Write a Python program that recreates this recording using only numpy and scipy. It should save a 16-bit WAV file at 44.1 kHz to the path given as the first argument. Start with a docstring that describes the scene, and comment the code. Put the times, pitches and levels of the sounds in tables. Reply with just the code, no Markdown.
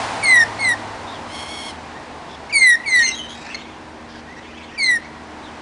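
"""A bird close by gives five loud, falling alarm whistles across a fenced back lawn.
Its syrinx snaps onto each note and slides down while the overtones fray. In between, lorikeets screech
and chatter, and a magpie gives one harsh squawk as it flies off. Underneath, a car recedes on the road
beyond the fence and a far engine drones. Ground, house and fence throw the calls back,
and a limiter ducks the mix under the loudest whistles."""
import sys
import numpy as np
from scipy import signal
from scipy.fft import rfft, irfft
from scipy.io import wavfile
from scipy.ndimage import uniform_filter1d

SR = 44100
rng = np.random.default_rng(int(sys.argv[2]) if len(sys.argv) > 2 else 0)


def wav_out(sig):
    """Save sig, one row per channel (or a flat mono array), as 16-bit PCM at SR to the path in sys.argv[1]."""
    wavfile.write(sys.argv[1], SR, np.round(np.clip(np.atleast_2d(sig).T, -1, 1) * 32767).astype(np.int16))


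N = 247401
TIME = np.arange(N) / SR

# EQ curves of the road's tyre roar, low rumble, hiss and top-end sizzle: [f/Hz, level/dB]
TYRE_EQ = [(500, -22.5), (640, -1.5), (800, 0), (950, 0.5), (1100, -3.5), (1250, -10.5), (1450, -33.5)]
RUMBLE_EQ = [(25, -9), (50, -10), (80, -7), (130, -5), (200, -4.5), (270, -0.5), (350, -4.5), (450, -3.5),
             (580, -4.5)]
HISS_EQ = [(1250, 3.5), (1600, 4.5), (2000, 2), (3000, -5), (4500, -7.5), (6500, -14), (10000, -22)]
SIZZLE_EQ = [(3000, 1), (10000, -9.5)]
# the car's exhaust note, sinking as it leaves: [t/s, f/Hz, level/dB]
EXHAUST_CURVE = [(0, 108.6, -43), (.65, 105.9, -42), (1.0, 98.6, -43), (1.6, 85.4, -56.5), (2.2, 74.5, -52),
                 (5.6, 56, -65)]
# the far engine's firing rate and fader ride: [t/s, f/Hz, level/dB]
ENGINE_CURVE = [(0, 77.9, -2), (1.5, 78.87, 5), (2.5, 78, -7), (3.2, 78.06, 4), (4.4, 78.8, 2),
                (5.1, 77.1, 3.5), (5.6, 76.3, 2.5)]
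# its partials ahead of that fader: [harmonic number, level/dB]
ENGINE_PARTIALS = [(1, -54), (2, -62.5), (3, -49.5), (4, -51.5), (5, -61.5)]
# swells of chatter in the trees further off: [centre t/s, half-width/s, level/dB]
CHATTER_SWELLS = [(3.05, .05, -38), (3.57, 0.14, -44.5), (4.6, .16, -45.5)]
# alarm whistle cues: [t/s, length/s, from f/Hz, to f/Hz, overshoot/Hz, fundamental level/dB,
#   crest as share of length, dip delay/s, dip depth/dB, octave level/dB,
#   octave fade/dB at one note length from its crest, upper overtone level/dB, 3rd harmonic lift/dB]
WHISTLE_CUES = [ (0.223, 0.22, 2205, 1784, 105, -8, 0.83, 0.1, -1, -23, 29, -24.5, -1.5),
                (0.587, 0.16, 2272, 1820, -69, -13.5, 0.83, 0.1, 2.5, -28, 15, -30, 0),
                (2.522, 0.24, 2274, 1827, 161.5, -3.5, 0.94, 0.077, 14.5, -22, 13, -20.5, 1.5),
                (2.854, .192, 2148, 1823, 221, -11, 0.8, 0.053, 8, -27, 11, -29, 4.5),
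                (4.773, 0.21, 2237, 1809, 192, -14, 0.72, 0.088, 7.5, -22.5, 65, -31.5, 7)]
# the beak's colour on the whistle's upper overtones: [f/Hz, level/dB]
BEAK_EQ = [(5400, 9.5), (6000, -6.5), (6700, -9.5), (7400, -5.5), (8400, 0), (9100, -3), (9900, -1.5),
           (11000, -52)]
# lorikeet cues: [t/s, length/s, mid-note f/Hz, glide/Hz, arch/Hz, level/dB,
#   relative 2nd harmonic level/dB, relative 3rd harmonic level/dB, roughness (0 is clean)]
LORIKEET_CUES = [ (1.064, .12, 3650, -770, 448, -44, -20, -27, .55),
                 (1.946, 0.045, 1855, 190, 0, -42, -14, -24, 0.1),
                 (2.283, 0.082, 1742, -22, 48, -57.5, 11.5, 4, .9),
                 (2.494, 0.022, 2200, 129, -69, -35.5, -13, -19, 0.37),
                 (2.957, .048, 2190, -24, 33, -49, 18, 0, 0.15),
                 (2.993, 0.029, 3000, -130, -135, -34, 1, -6, 0.1),
                 (3.02, 0.052, 2114, -58, 14, -25.5, 3, -5, 0.12),
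                 (3.036, 0.0664, 2066, -57, -60.5, -25, -9.5, 0.5, .02),
                 (3.057, 0.068, 2790, -260, -55, -33.5, -2.5, -13, .4),
                 (3.113, 0.047, 3893, 0, 100, -30.5, -24, -10, .2),
                 (3.139, 0.074, 3250, 40, 72, -37, -3.5, -18, .28),
                 (3.17, 0.31, 3840, -43, 50, -48.5, -17, -9, .4),
                 (3.189, 0.034, 3017, -78, -143, -29.5, -19, -27, 0),
                 (3.222, .05, 3110, -220, 44, -37.5, -13, -22, 0.2),
                 (3.282, 0.076, 3300, 293, 79, -40.5, -9, -16, .5),
                 (3.338, .15, 2430, -290, -0.5, -46.5, -5, -7.5, .92),
                 (3.452, 0.099, 2580, 200, 126, -40.5, -28, -18, 0.72),
                 (3.462, 0.046, 1744, 32, -120, -43, -20, -18, .7),
                 (3.544, .015, 2157, -58, 35, -28.5, -0.5, -11, 0.37),
                 (4.073, 0.151, 1580, -55, 21.5, -51.5, -1, -1, 1.07),
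                 (4.266, 0.085, 1936, 280, -110, -44, -20, -29, 0.4),
                 (4.361, 0.04, 1894, 213, -25, -40.5, -21, -16, 0.42),
                 (4.708, 0.064, 1890, 82, 0, -44.5, -27, -13, 0.37),
                 (5.043, .023, 2180, 97, -38, -45, -12, -26, .7),
                 (5.422, .079, 3650, -1160, 435, -48, -32, -25, 0.43)]
# the scratch in a rough lorikeet note: [f/Hz, level/dB]
SCRATCH_EQ = [(1800, 20.5), (2600, -4.5), (3600, 3), (4800, 11), (6300, 8), (7500, -36), (10000, -7)]
# the magpie's throat resonances: [f/Hz, level/dB]
THROAT_EQ = [(1100, -9), (2200, 0.5), (3300, 4), (4400, -2.5), (5500, -3.5), (6600, -10), (7700, -13),
             (8800, -9.5), (9900, -7)]
# early reflections off ground, house and fence: [delay t/s, level/dB]
REFLECTIONS = [(.0045, -21.5), (0.014, -26), (.024, -19), (.041, -29.5)]


def from_db(db):
    """Decibels to gain."""
    return 10 ** (np.asarray(db) / 20)


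def unit_rms(x):
    """Normalise to an rms of 1."""
    return x / np.sqrt(np.mean(x ** 2) + 1e-20)


def automation(rows):
    """One lane per value column, ramping between the timed breakpoints."""
    times, *columns = np.transpose(rows)
    return [np.interp(TIME, times, column) for column in columns]


def eq_gain(eq, hz):
    """An EQ curve's gain at the given frequencies."""
    freqs, db = np.transpose(eq)
    return from_db(np.interp(np.log(np.maximum(hz, 1)), np.log(freqs), db))


def wobble(hz, size=N):
    """A random modulator, rms about 1, rolling off above hz."""
    f = np.fft.rfftfreq(N, 1 / SR)
    return unit_rms(irfft(rfft(rng.standard_normal(N)) / (1 + (f / hz) ** 2), N))[:size]


def coloured_noise(eq):
    """Unit-rms noise through an EQ curve, rolled off beyond its ends."""
    f = np.fft.rfftfreq(N, 1 / SR)
    skirts = np.minimum(1, f / eq[0][0]) ** 2 / np.maximum(1, f / eq[-1][0]) ** 4
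    return unit_rms(irfft(rfft(rng.standard_normal(N)) * eq_gain(eq, f) * skirts, N))


def phase_of(hz):
    """Running phase of a moving pitch."""
    return 2 * np.pi * np.cumsum(hz) / SR


def gate(start, end, fade_s):
    """A note's sample indices and its smooth fade in and out."""
    at = np.flatnonzero((TIME > start) & (TIME < end))
    from_edge_s = np.minimum(TIME[at] - start, end - TIME[at])
    return at, np.sin(np.pi / 2 * np.clip(from_edge_s / fade_s, 0, 1)) ** 2


def bump(t, centre, width):
    """A bell curve of height 1."""
    return np.exp(-((t - centre) / width) ** 2)


def receding(start_db, doubling_s, loss_db):
    """Level of a source moving steadily away: loss_db per doubling of distance, first at doubling_s."""
    return start_db - loss_db * np.log2(1 + TIME / doubling_s)


def receding_car():
    """Road noise and exhaust draw away, the top end going first; the road swells again at the end."""
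    swell_db = 6 * bump(TIME, centre=5.67, width=0.59)
    tyres = from_db(receding(-26.5, 0.65, 5.79) + swell_db) * coloured_noise(TYRE_EQ)
    rumble = from_db(receding(-34.5, 1, 3.7) + 0.44 * swell_db) * coloured_noise(RUMBLE_EQ)
    hiss = from_db(receding(-28.5, 0.23, 3.79) + 0.86 * swell_db) * coloured_noise(HISS_EQ)
    exhaust_hz, exhaust_db = automation(EXHAUST_CURVE)
    exhaust = np.sqrt(2) * from_db(exhaust_db + 1.2 * wobble(6)) * np.sin(phase_of(exhaust_hz))
    sizzle = from_db(receding(-35.5, 0.46, 9.1)) * coloured_noise(SIZZLE_EQ)
    return tyres + rumble + hiss + sizzle + exhaust


def far_engine(fading_db=1.5, waver=0.0036, drift_rad=0.7):
    """A low drone whose partials fade and drift in phase on their way through the air."""
    firing_hz, fader_db = automation(ENGINE_CURVE)
    phase = phase_of(firing_hz * (1 + waver * wobble(3.6)))
    out = np.zeros(N)
    for k, db in ENGINE_PARTIALS:
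        drift = rng.uniform(0, 2 * np.pi) + drift_rad * wobble(3)
        out += from_db(db + fading_db * wobble(7.8)) * np.sin(k * phase + drift)
    return np.sqrt(2) * from_db(fader_db) * out


def distant_flock(count=900, low_hz=1900, high_hz=3900, glide=0.15, jitter=0.04, bed_db=-57.5):
    """Scratchy little chirps at random times and pitches blur into a warbling bed with three swells."""
    out = np.zeros(N)
    shake = 1 + jitter * wobble(540)
    for when, size, height, slope, softness in rng.random((count, 5)):
        start, length = when * TIME[-1], 0.024 + 0.039 * size
        at, fades = gate(start, start + length, length / 2)
        bend = 1 + glide * (2 * slope - 1) * (TIME[at] - start) / length
        pitch = low_hz * (high_hz / low_hz) ** height * bend
        phase = phase_of(pitch * shake[at])
        out[at] += from_db(-8 * softness) * fades * (np.sin(phase) + from_db(-13) * np.sin(2 * phase))
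    swells = sum(from_db(db) * bump(TIME, centre, width) for centre, width, db in CHATTER_SWELLS)
    return (from_db(bed_db) + swells) * unit_rms(out)


def alarm_whistles(snap_s=0.016, snap_hz=743, settle_s=0.03, catch_s=0.0042, rasp=0.47, fray=0.47,
                   attack_s=0.031, release_s=0.015, jitter=0.0076, waver=0.0025):
    """The syrinx snaps down onto its note, then slides lower; the overtones fray as the call runs out."""
    out = np.zeros(N)
    unsteady = 1 + jitter * wobble(330) + waver * wobble(50)
    shimmer = from_db(wobble(170))
    overtones = range(2, 6)
    flutter = {k: from_db(3 * wobble(49)) for k in overtones}
    grit = {k: (wobble(160) + 1j * wobble(180)) / 2 for k in overtones}
    for (start, length, from_hz, to_hz, overshoot_hz, db, crest, dip_s, dip_db,
         octave_db, octave_fade_db, upper_db, gape_db) in WHISTLE_CUES:
        at, fades = gate(start - snap_s, start + length + 0.0017, fade_s=0.008)
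        t = np.maximum(TIME[at] - start, 0)
        along = t / length
        snap = np.maximum(start - TIME[at], 0) / snap_s
        slide_hz = from_hz + (to_hz - from_hz) * along
        pitch = slide_hz + overshoot_hz * np.exp(-t / settle_s) + snap_hz * snap
        phase = phase_of(pitch * unsteady[at])
        # faint and pure until the note catches and the overtones bloom
        bloom = 0.5 + 0.5 * np.tanh((TIME[at] - start - catch_s) / 0.001)
        effort_db = -10 * (1 - bloom) - 12 * np.exp(-t / attack_s)
        effort_db -= 13.5 * np.exp((t - length) / release_s)
        # the fundamental arches over its crest; the octave peaks early; the top speaks last
        fundamental = from_db(db - 11 * (along - crest) ** 2 - dip_db * bump(t, dip_s, width=0.016))
        octave = from_db(octave_db - octave_fade_db * (along - 0.29) ** 2)
        upper = from_db(upper_db - 22 * np.exp(-t / 0.0084) - 10.5 * along)
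        gape = from_db(gape_db * bump(along, centre=0.41, width=0.25))   # the beak is widest mid-call
        hoarseness = rasp + fray * along ** 3
        tone = fundamental * np.sin(phase)
        for k in overtones:
            level = octave if k == 2 else upper * eq_gain(BEAK_EQ, k * pitch)
            if k == 3:
                level = level * gape
            rough = 1 + hoarseness * (k - 1) ** 0.77 * grit[k][at]   # raspier towards the top
            tone += bloom * level * flutter[k][at] * np.imag(rough * np.exp(1j * k * phase))
        out[at] += np.sqrt(2) * tone * from_db(effort_db) * fades * shimmer[at]
    return out


def lorikeets(jitter=0.075, flutter_db=2.5):
    """Short gliding, arching notes; pitch shake and scratch turn clear squeaks into hoarse chatter."""
    out = np.zeros(N)
    shake = wobble(500)
    flutter = from_db(flutter_db * wobble(120))
    scratch = from_db(-3) * coloured_noise(SCRATCH_EQ)
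    for start, length, hz, glide_hz, arch_hz, db, second_db, third_db, rough in LORIKEET_CUES:
        at, fades = gate(start, start + length, fade_s=0.17 * length)
        across = 2 * (TIME[at] - start) / length - 1
        pitch = hz + glide_hz * across / 2 - arch_hz * across ** 2
        phase = phase_of(pitch * (1 + jitter * rough * shake[at]))
        partials = from_db([0, second_db, third_db, third_db - 15])
        tone = sum(gain * np.sin(k * phase) for k, gain in enumerate(partials, 1))
        out[at] += from_db(db) * (np.sqrt(2) * tone + rough * scratch[at]) * fades * flutter[at]
    return out


def magpie_squawk(start=1.27, end=1.723, held_hz=1093, scoop_hz=80, sag_hz=28, droop_hz=280,
                  rise_s=0.075, fall_s=0.01, jitter=0.0263, buzz_db=1.5):
    """A harsh call scoops up, holds and droops: jittery harmonics and hiss through the same throat."""
    at, fades = gate(start, end, fade_s=0.008)
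    scoop = np.maximum(1 - ((TIME[at] - start) / rise_s) ** 2, 0)
    sag = bump(TIME[at], centre=1.462, width=0.025)
    droop = np.exp((TIME[at] - end) / fall_s)
    pitch = held_hz - scoop_hz * scoop - sag_hz * sag - droop_hz * droop + 9 * wobble(14.3, len(at))
    level_db = -38.5 - 11 * scoop - 5 * sag - 10 * droop
    phase = phase_of(pitch * (1 + jitter * wobble(374, len(at))))
    tone = sum(eq_gain(THROAT_EQ, k * pitch) * np.sin(k * phase) for k in range(1, 10))
    low_cut = signal.butter(1, 3200, "high", fs=SR, output="sos")
    hiss = from_db(-5) * signal.sosfilt(low_cut, coloured_noise(THROAT_EQ)[at])
    out = np.zeros(N)
    out[at] = (tone + hiss) * fades * from_db(level_db + buzz_db * wobble(160, len(at)))
    return out


def garden_reverb(x, tail_db, t60, damping_hz=4500, build_s=0.024):
    """A few hard reflections, then a dark tail scattered from walls and trees."""
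    t = TIME[:SR]
    scatter = rng.standard_normal(SR) * from_db(-60 * t / t60) * np.minimum(t / build_s, 1)
    tail = signal.sosfilt(signal.butter(1, damping_hz, fs=SR, output="sos"), scatter)
    passband_gain = np.sqrt(np.sum(tail ** 2) * SR / (np.pi * damping_hz))
    tail *= from_db(tail_db) / passband_gain
    echoes = sum(from_db(db) * np.interp(TIME - delay, TIME, x) for delay, db in REFLECTIONS)
    return x + echoes + signal.fftconvolve(x, tail)[:N]


def limiter(x, ceiling_db=-8.5, release_db_per_s=70):
    """The gain ducks fast when the short-term level passes the ceiling, then creeps back."""
    level_db = 10 * np.log10(np.abs(uniform_filter1d(x ** 2, size=130)) + 1e-12)
    over_db = np.maximum(level_db - ceiling_db, 0)
    release_ramp = release_db_per_s * TIME
    cut_db = np.maximum.accumulate(over_db + release_ramp, axis=-1) - release_ramp
    return x * from_db(-uniform_filter1d(cut_db, size=90))


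def scene():
    """A mono mix: whistles up front and nearly dry, the other birds wetter, car and engine behind."""
    foreground = garden_reverb(alarm_whistles(), tail_db=-26.5, t60=1.0)
    midground = garden_reverb(magpie_squawk() + lorikeets() + distant_flock(), tail_db=-10, t60=0.27)
    return (foreground + midground + receding_car() + far_engine())[None]


def record(dry, asymmetry=0.043, low_cut_hz=18, high_cut_hz=10050):
    """The microphone bends loud peaks slightly to one side; then low cut, limiter and steep high cut."""
    low_cut = signal.butter(1, low_cut_hz, "high", fs=SR, output="sos")
    high_cut = signal.ellip(14, 0.1, 90, high_cut_hz, fs=SR, output="sos")
    bent = signal.sosfilt(low_cut, dry + asymmetry * dry ** 2)
    return signal.sosfilt(high_cut, limiter(bent))


dry = scene()
out = record(dry)
wav_out(out)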